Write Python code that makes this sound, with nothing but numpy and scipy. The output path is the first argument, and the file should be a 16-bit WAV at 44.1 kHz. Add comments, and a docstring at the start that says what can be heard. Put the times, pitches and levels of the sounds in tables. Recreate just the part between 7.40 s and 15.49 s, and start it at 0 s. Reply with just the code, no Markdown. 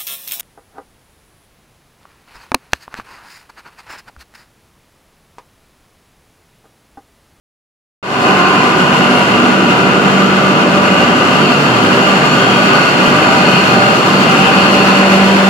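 """A water turbine roars in a hard-walled hall, driving a flywheel and a generator.
Turbulent flow gives broadband noise that throbs with the shaft and excites the iron casing's modes.
The generator hums and whines; tones swell and sink as a camera, carried along the railing, takes its
two microphones through the hall's standing waves. A low tone slides down once and a hand bumps the
camera. The sound fades in and its peaks clip."""
import sys
import numpy as np
from scipy import signal
from scipy.fft import rfft, irfft, next_fast_len
from scipy.io import wavfile
from scipy.ndimage import uniform_filter1d, map_coordinates

SR = 44100
rng = np.random.default_rng(int(sys.argv[2]) if len(sys.argv) > 2 else 0)


def write(x):
    x = np.atleast_2d(x).T
    wavfile.write(sys.argv[1], SR, np.round(np.clip(x, -1, 1) * 32767).astype(np.int16))


N = 356769


def amp(db):
    """Amplitude ratio of a level in decibels."""
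    return 10 ** (np.asarray(db) / 20)


def unit(x):
    """Normalisation to rms 1."""
    return x / np.sqrt(np.mean(x ** 2) + 1e-20)


def spectrum_at(points, hz):
    """Interpolation of (frequency, value) points on a logarithmic frequency axis."""
    point_hz, values = np.transpose(points)
    return np.interp(np.log(hz + 1), np.log(point_hz + 1), values)


def curves(rows):
    """Linear interpolation in time: one curve for each column after the first."""
    time_s, *columns = np.transpose(rows)
    return [np.interp(np.arange(N) / SR, time_s, column) for column in columns]


def wobble(rate_hz):
    """Slow random modulation of rms about 1: a spline through rate_hz knots a second."""
    coarse = np.linspace(0, N, 2048)
    knots = rng.standard_normal(2048)
    spline = map_coordinates(knots, [coarse * rate_hz / SR], mode="wrap")
    return np.interp(np.arange(N), coarse, spline)


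def hump(centre_s, width_s):
    """Gaussian envelope of height 1, width_s wide at half height."""
    t = np.arange(N, dtype=np.float32) / SR
    return np.exp2(-np.minimum((2 * (t - centre_s) / width_s) ** 2, 20))


def filtered(x, response):
    """Linear filtering: the spectrum of x times a frequency response."""
    size = next_fast_len(N + SR // 4)
    return irfft(rfft(x, size) * response(np.fft.rfftfreq(size, 1 / SR)), size)[..., :N]


def split(x, edge_hz):
    """Complementary crossover: the parts of x below and above an edge."""
    low = filtered(x, lambda hz: 1 / (1 + (hz / edge_hz) ** 4))
    return low, x - low


# Likeness of the hall's sound at the two microphones: frequency_hz, correlation
COHERENCE = [(40, .8), (100, .89), (190, .96), (400, .85), (600, .74), (800, .63), (1000, .38), (1300, .06),
             (1600, -.14), (2050, -.2), (2500, .18), (2850, .16), (3400, .06), (4400, .08), (6000, 0)]
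def mid_side_gains(hz):
    """Spatial coherence: long waves reach both microphones alike, short ones unrelated."""
    correlation = spectrum_at(COHERENCE, hz)
    return np.sqrt([(1 + correlation) / 2, (1 - correlation) / 2])


def hall_noise(response):
    """Diffuse field: stereo noise of rms 1, coloured by a frequency response."""
    mid, side = filtered(rng.standard_normal((2, N)), lambda hz: response(hz) * mid_side_gains(hz))
    return unit(np.array([mid + side, mid - side]))


# The walk, from 0 beside the generator to 1 closest to the turbine: time_s, nearness
WALK = [(.9, 0.17), (1.8, 0.3), (2.5, 0), (3.2, 0.071), (4.4, 0.4), (6.1, 0.69), (7.6, 0.82), (8.09, 0.68)]
def approach(generator_db, rise_db):
    """Level rises as distance falls: the gain of one band as the microphones near the turbine."""
    nearness, = curves(WALK)
    return amp(generator_db + rise_db * nearness)


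SHAFT_HZ = 12.15
def throb(clock, turn_db, blade_db, churn_db):
    """Amplitude modulation: the flow surges once a turn, is chopped by blades and churns at random."""
    angle = 2 * np.pi * SHAFT_HZ * clock
    harmonics = [(4, .45), (8, .55), (12, .5)]  # shaft_order, weight
    blades = sum(weight * np.cos(order * angle + rng.uniform(0, 2 * np.pi))
                 for order, weight in harmonics)
    return amp(turn_db * np.cos(angle) + blade_db * blades + churn_db * wobble(22))


# Spectral density of rushing water and cooling air: frequency_hz, relative_level_db
FLOW_SPECTRUM = [(22, -56), (45, -33), (70, -19.5), (105, -15.5), (150, 0.5), (280, 0), (500, -3.5),
                 (900, -7.5), (1500, -8.5), (1900, -13.5), (3600, -20), (6000, -27), (11000, -40),
                 (15600, -46.5)]
# Rumble of the pipe along the walk: time_s, gain_db
PIPE_RUMBLE = [(.9, -4.5), (1.9, -0.5), (2.8, -2), (3.6, -0.5), (4.3, 0), (5.0, -2.5), (6.2, -0.5),
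               (7.2, 1.5), (8.09, -8)]
def water(clock):
    """Turbulence radiates broadband noise: rumble in the pipe, roar in the runner, hiss of spray."""
    flow = hall_noise(lambda hz: amp(spectrum_at(FLOW_SPECTRUM, hz)))
    rumble, rest = split(flow, edge_hz=300)
    body, rest = split(rest, edge_hz=770)
    roar, rest = split(rest, edge_hz=2700)
    hiss, spray = split(rest, edge_hz=9500)
    rumble_db, = curves(PIPE_RUMBLE)
    rumble *= amp(rumble_db)
    body *= approach(-0.5, rise_db=0.2) * throb(clock, turn_db=0.0, blade_db=-0.5, churn_db=0.0)
    roar *= approach(-0.2, rise_db=3.5) * throb(clock, turn_db=0.15, blade_db=1.0, churn_db=1.5)
    treble = approach(-2.2, rise_db=2.5) * hiss + approach(-2.5, rise_db=7) * spray
    treble *= throb(clock, turn_db=0.53, blade_db=1.0, churn_db=1.0)
    return amp(-12.0) * (rumble + body + roar + treble)


# Loud and dead spots along the walk: centre_s, pitch_hz, width_s, gain_db
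STANDING_WAVES = [(4.0, 85, .5, 3), (5.7, 85, .6, 10), (3.8, 98, .5, 6), (6.1, 98, 1.5, 4.5),
                  (7.9, 98, .7, 8), (1.4, 122, 1.2, -4), (5.2, 122, 1.2, 3), (7.7, 122, 1, -7),
                  (4.5, 146, 1.4, 4), (7.7, 146, .8, -6), (1.7, 194, .22, 4.5), (2.2, 194, .35, 5),
                  (2.7, 194, .36, 11.6), (3.05, 194, .25, 7.5), (3.38, 194, .33, 7.8),
                  (3.78, 194, .17, -10), (4.05, 194, .2, 3.5), (4.3, 194, .17, -5), (4.7, 194, .45, 4),
                  (5.5, 194, .25, -2.5), (6.12, 194, .25, 3.8), (6.56, 194, .12, -10), (6.75, 194, .5, 4.5),
                  (7.28, 194, .4, 5.5), (7.9, 194, .65, 15.3), (2.1, 242.5, .7, 9), (.7, 245, 1, -6),
                  (8.0, 245, .9, -10), (1.05, 305, .3, 6), (2.25, 305, .7, 8), (3.1, 305, .25, 7),
                  (7.9, 305, .8, -8), (4.6, 393, 2.2, 5.5), (7.5, 420, 1, 7), (7.9, 576, 1.2, 14.5),
                  (4.7, 587, 1, -4), (1.2, 587, .6, -7), (3.42, 587, .7, 12), (6.15, 587, 1, 10),
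                  (6.6, 607, .5, 8), (1.1, 620, .9, -9), (2.5, 620, .6, -6), (5.8, 620, .35, 7),
                  (6.4, 620, .4, 6), (.95, 722, .6, 12.5), (1.8, 722, .6, 7), (.9, 770, .55, 10),
                  (7.0, 770, .42, 16), (7.58, 770, .6, 12.5), (4.7, 781, .35, 10.5), (5.9, 781, .4, 16),
                  (6.4, 781, .35, 15), (7.05, 781, .35, 13), (1.45, 966, .45, 8.5), (2.1, 966, .7, 9.5),
                  (6.05, 966, .3, 10.5), (7.7, 966, .9, 9.5), (1.1, 1007, 1, 13.5), (1.25, 1036, 1, 14),
                  (7.4, 1036, .9, 12), (.92, 1056, 1.05, 17.5), (6.7, 1056, .6, 7), (7.55, 1056, .45, 10),
                  (3.45, 1177, 1, 12), (4.9, 1177, 1, 7), (6.5, 1177, .6, 10), (2.3, 1227, .7, 8),
                  (3.1, 1227, .4, 6), (5.2, 1227, .8, 10), (.9, 1191, .8, -3), (2.2, 1191, .9, -3),
                  (5.7, 1191, 1, 2), (7.2, 1191, .4, 3), (8.05, 1191, .9, -13), (.7, 1364, .7, -5),
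                  (2.3, 1364, .9, 2), (4.2, 1364, .4, 2.5), (6.75, 1364, .8, 3), (8.05, 1364, .5, -5),
                  (1.42, 1450, .45, 12), (2.1, 1450, .6, 7), (5.5, 1450, .8, 7), (6.45, 1450, .35, 10.5),
                  (7.25, 1450, .8, 9), (1.35, 1474, .4, 7), (3.1, 1474, .35, 6), (3.8, 1474, .45, 8),
                  (4.5, 1474, .4, 6), (5.3, 1474, .5, 9), (5.95, 1474, .4, 10), (6.45, 1474, .3, 7),
                  (7.9, 1474, .7, -7), (1.0, 1513, .7, 10), (3.1, 1594, .6, 4), (5.35, 1594, .8, 7),
                  (1.1, 2515, .6, 3.5), (6.2, 2515, .35, 3.5), (6.7, 2515, .3, -2), (7.1, 2515, .3, 4),
                  (7.6, 2515, .3, 2), (1.05, 2810, .25, 3.5), (1.75, 2810, .9, 3), (2.9, 2810, .6, -1.5),
                  (3.66, 2810, .3, 2.8), (4.67, 2810, .16, 3), (5.4, 2810, .8, -1.5), (6.15, 2810, .18, 3),
                  (6.5, 2810, .3, -2), (7.2, 2810, .3, 1.2), (8.05, 2810, .4, -4), (1.9, 3084, .4, 5),
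                  (3.55, 3084, .4, -9), (4.05, 3084, .3, 7), (4.1, 3199, .8, 7), (5.05, 3230, .4, 12),
                  (7.35, 3230, .4, 5), (6.3, 4302, .6, 10.5), (7.3, 4302, .4, 10), (2.1, 4449, 2, -3),
                  (3.45, 4449, .3, -2), (4.05, 4449, .15, 5), (5.4, 4449, .25, 2), (6.1, 4449, .25, 2.2),
                  (6.78, 4449, .15, 4), (7.0, 4449, .2, -3.5), (7.23, 4449, .16, 3.5),
                  (7.45, 4449, .2, 1.5), (8.0, 4449, .5, -2.5), (2.8, 6973, .2, 3), (3.75, 6973, .45, 2),
                  (4.85, 6973, .4, 3.5), (7.1, 6973, 2, -2), (1.75, 9100, .2, 12)]
def swell_db(hz):
    """Standing waves: a tone or mode rises near its antinodes and dips near its nodes."""
    return sum(gain_db * hump(centre_s, width_s)
               for centre_s, pitch_hz, width_s, gain_db in STANDING_WAVES if pitch_hz == hz)


def resonances(modes):
    """Resonance under random forcing: each mode passes a narrow band of noise, and their powers add."""
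    def power(f):
        return sum(amp(db) ** 2 / (1 + ((f * f - hz * hz) / ((f + 1) * width_hz * 1.75)) ** 2) ** 2
                   for hz, width_hz, db in modes)
    rms = np.sqrt(sum(amp(db) ** 2 * width_hz for _, width_hz, db in modes))
    return rms * hall_noise(lambda f: np.sqrt(power(f)))


def shifting_echoes(x, depth_db):
    """Selective fading: neighbouring bands swell and sink separately as echoes shift; rms 1."""
    spectra = signal.stft(x, nperseg=2048)[2]
    fading = uniform_filter1d(rng.standard_normal(spectra.shape[1:]), size=4, axis=0)  # over frequency
    for frames in (12, 5):  # over time
        fading = uniform_filter1d(fading, size=frames, axis=1)
    faded = signal.istft(spectra * amp(depth_db * unit(fading)), nperseg=2048)[1]
    return unit(faded[:, :N])


# Resonances of the casing and pipes: pitch_hz, bandwidth_hz, relative_level_db
CASING_MODES = [(305, 30, -8), (386, 20, -7.5), (620, 38, -9), (733, 23, -8), (777, 17, -9), (965, 30, -6),
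                (1191, 55, -3), (1364, 93, -7), (1456, 28, -7.5), (1512, 63, -7.8), (1689, 20, -11.2),
                (2063, 149, -12.5), (2515, 110, -10.5), (2706, 35, -8.8), (2810, 140, -7.2),
                (3084, 41, -13), (3184, 27, -12.6), (3560, 250, -22), (4282, 75, -18.5), (4449, 240, -18.2),
                (5032, 165, -26.5), (5620, 456, -32), (6973, 381, -26.7), (7529, 176, -32.8),
                (9100, 600, -44), (9836, 434, -40.6)]
# Strength of the ring along the walk: time_s, low_gain_db, middle_gain_db
RING_GAINS = [(.9, 4.5, -5), (1.5, 1, -3), (2.2, 1.8, -0.5), (3.0, 0.5, 0), (3.6, 1.5, -1.5),
              (4.5, 0, -0.5), (5.3, 0.4, 4), (6.2, -0.5, 1.5), (6.9, -4, 3), (7.55, 3, 2), (8.09, 1, 2)]
def casing(clock):
    """Forced vibration: churning water rings the iron casing; high modes carry best near the turbine."""
    swelling_hz = [row[1] for row in STANDING_WAVES]
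    even = resonances([mode for mode in CASING_MODES if mode[0] not in swelling_hz])
    swelling = sum(amp(swell_db(mode[0])) * resonances([mode])
                   for mode in CASING_MODES if mode[0] in swelling_hz)
    modes = shifting_echoes(even + swelling, depth_db=1.2)
    low, rest = split(modes, edge_hz=2000)
    middle, high = split(rest, edge_hz=3600)
    low_db, middle_db = curves(RING_GAINS)
    ring = amp(low_db) * low + amp(middle_db) * middle + approach(-4, rise_db=7) * high
    return amp(-14.5) * ring * throb(clock, turn_db=0.2, blade_db=1.25, churn_db=0.5)


# Nodes passing between the microphones: centre_s, pitch_hz, width_s
NODE_CROSSINGS = [(6.55, 1177, .8), (6.9, 1450, 1.5), (4.4, 1474, .6), (6.55, 1474, .4), (3.1, 1594, 1)]
def across_nodes(pair, hz, mid_db=-21, side_db=5):
    """Phase reversal: microphones on either side of a node hear a tone in opposite phase."""
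    crossings = [hump(centre_s, width_s)
                 for centre_s, pitch_hz, width_s in NODE_CROSSINGS if pitch_hz == hz]
    if not crossings:
        return pair
    mid_gain, side_gain = amp(np.outer([mid_db, side_db], sum(crossings)))
    left, right = pair
    mid, side = mid_gain * (left + right) / 2, side_gain * (left - right) / 2
    return np.array([mid + side, mid - side])


def hall_tone(hz, clock, scatter, flutter_hz):
    """Interference: a steady tone adds to echoes whose strength and phase keep shifting."""
    phase = (2 * np.pi * ((hz * clock + rng.random()) % 1)).astype(np.float32)
    sine, cosine = np.sin(phase), np.cos(phase)
    def echoes():
        return scatter * (wobble(flutter_hz) * sine + wobble(flutter_hz) * cosine)
    mid_gain, side_gain = mid_side_gains(hz)
    mid = mid_gain * (sine + echoes())
    side = side_gain * (cosine + echoes())
    return across_nodes(unit(np.array([mid + side, mid - side])), hz)


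# The generator's steadier tones above its drone: pitch_hz, relative_level_db
HUM_TONES = [(242.5, -33.5), (245, -29.7), (393, -36.5), (576, -39.5), (587, -38), (722, -42), (770, -41),
             (781, -41), (966, -41), (1007, -42), (1036, -42), (1056, -40.5), (1177, -37.5), (1227, -41),
             (1450, -37.5), (1474, -36), (3230, -45), (4302, -49.5)]
def hum(clock, drone_hz=194.0, drone_db=-24, waver_db=0.5, tones_db=4.5):
    """Line spectrum: a nearly pure drone lies under more scattered tones, whose close pairs beat."""
    drone_gain = amp(drone_db + swell_db(drone_hz) + waver_db * wobble(7.5))
    drone = drone_gain * hall_tone(drone_hz, clock, scatter=0.17, flutter_hz=6.4)
    tones = sum(amp(tones_db + db + swell_db(hz)) * hall_tone(hz, clock, scatter=0.39, flutter_hz=8.7)
                for hz, db in HUM_TONES)
    return drone + tones


# Weak tones of blades, slots and bearings: pitch_hz, relative_level_db
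WHINE_TONES = [(85, -49), (98, -44), (122, -33.5), (146, -32), (173, -33.5), (184, -33), (366, -33.5),
               (420, -38), (607, -37), (879, -38), (1196, -34), (1402, -35), (1513, -37.8), (1594, -38),
               (1972, -40), (2137, -40.4), (2409, -39), (2482, -38.5), (2712, -40), (2963, -39.5),
               (3011, -41), (3199, -42.5), (4094, -50), (4176, -47.5), (4399, -46.5), (4496, -45),
               (7074, -54.2)]
def whine(clock, gain_db=1.5):
    """Multipath fading: the shorter a tone's wave, the faster it flutters as the microphones move."""
    return sum(amp(gain_db + db + swell_db(hz))
               * hall_tone(hz, clock, scatter=1.0, flutter_hz=4 + np.sqrt(hz) / 10)
               for hz, db in WHINE_TONES)


# A low tone that sinks and fades: time_s, pitch_hz, level_db
GROAN_GLIDE = [(3.9, 157, -70), (4.05, 154.7, -17), (4.22, 140.7, -29), (4.34, 123, -21),
               (4.48, 102.5, -29), (4.62, 98, -51), (4.9, 94.5, -70)]
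def groan():
    """Glide: one tone slides down under the rumble, its phase the integral of its frequency."""
    pitch_hz, level_db = curves(GROAN_GLIDE)
    phase = 2 * np.pi * np.cumsum(pitch_hz) / SR
    return amp(level_db) * np.sqrt(2) * np.sin(phase)


# A soft push on the camera body: centre_s, peak_db
HAND_BUMPS = [(5.678, -24)]
def hand_bump(contact_s=0.0028):
    """Structure-borne sound: a shifting hand gives one smooth pulse, heard as a dull bump."""
    t = np.arange(N) / SR
    return sum(amp(peak_db) * np.exp(-((t - centre_s) / contact_s) ** 2)
               for centre_s, peak_db in HAND_BUMPS)


def scene():
    """Superposition: the sources add; throb, hum and whine follow one shaft's slightly wandering speed."""
    clock = np.cumsum(1 + .0003 * wobble(2.5)) / SR
    mix = water(clock) + casing(clock) + hum(clock) + whine(clock) + groan() + hand_bump()
    # Stereo balance: frequency_hz, left_minus_right_db
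    balance = [(60, -6.5), (200, -1.3), (600, -1.5), (1300, 1.0), (3500, 1.5), (9000, 0.7)]
    return filtered(mix, lambda hz: amp(np.outer([.5, -.5], spectrum_at(balance, hz))))


# A quick rise from silence: time_s, gain
FADE_IN = [(.627, 0), (.628, .18), (.875, 1)]
TOP_HZ = 15780
def record(dry):
    """Saturation: after the fade-in, peaks round off at full scale and a low-pass limits the band."""
    gain, = curves(FADE_IN)
    faded = dry * gain
    clipped = faded / (1 + np.abs(faded) ** 24) ** (1 / 24)
    return filtered(clipped, lambda hz: np.clip((TOP_HZ - hz) / 40, 0, 1))


dry = scene()
out = record(dry)
write(out)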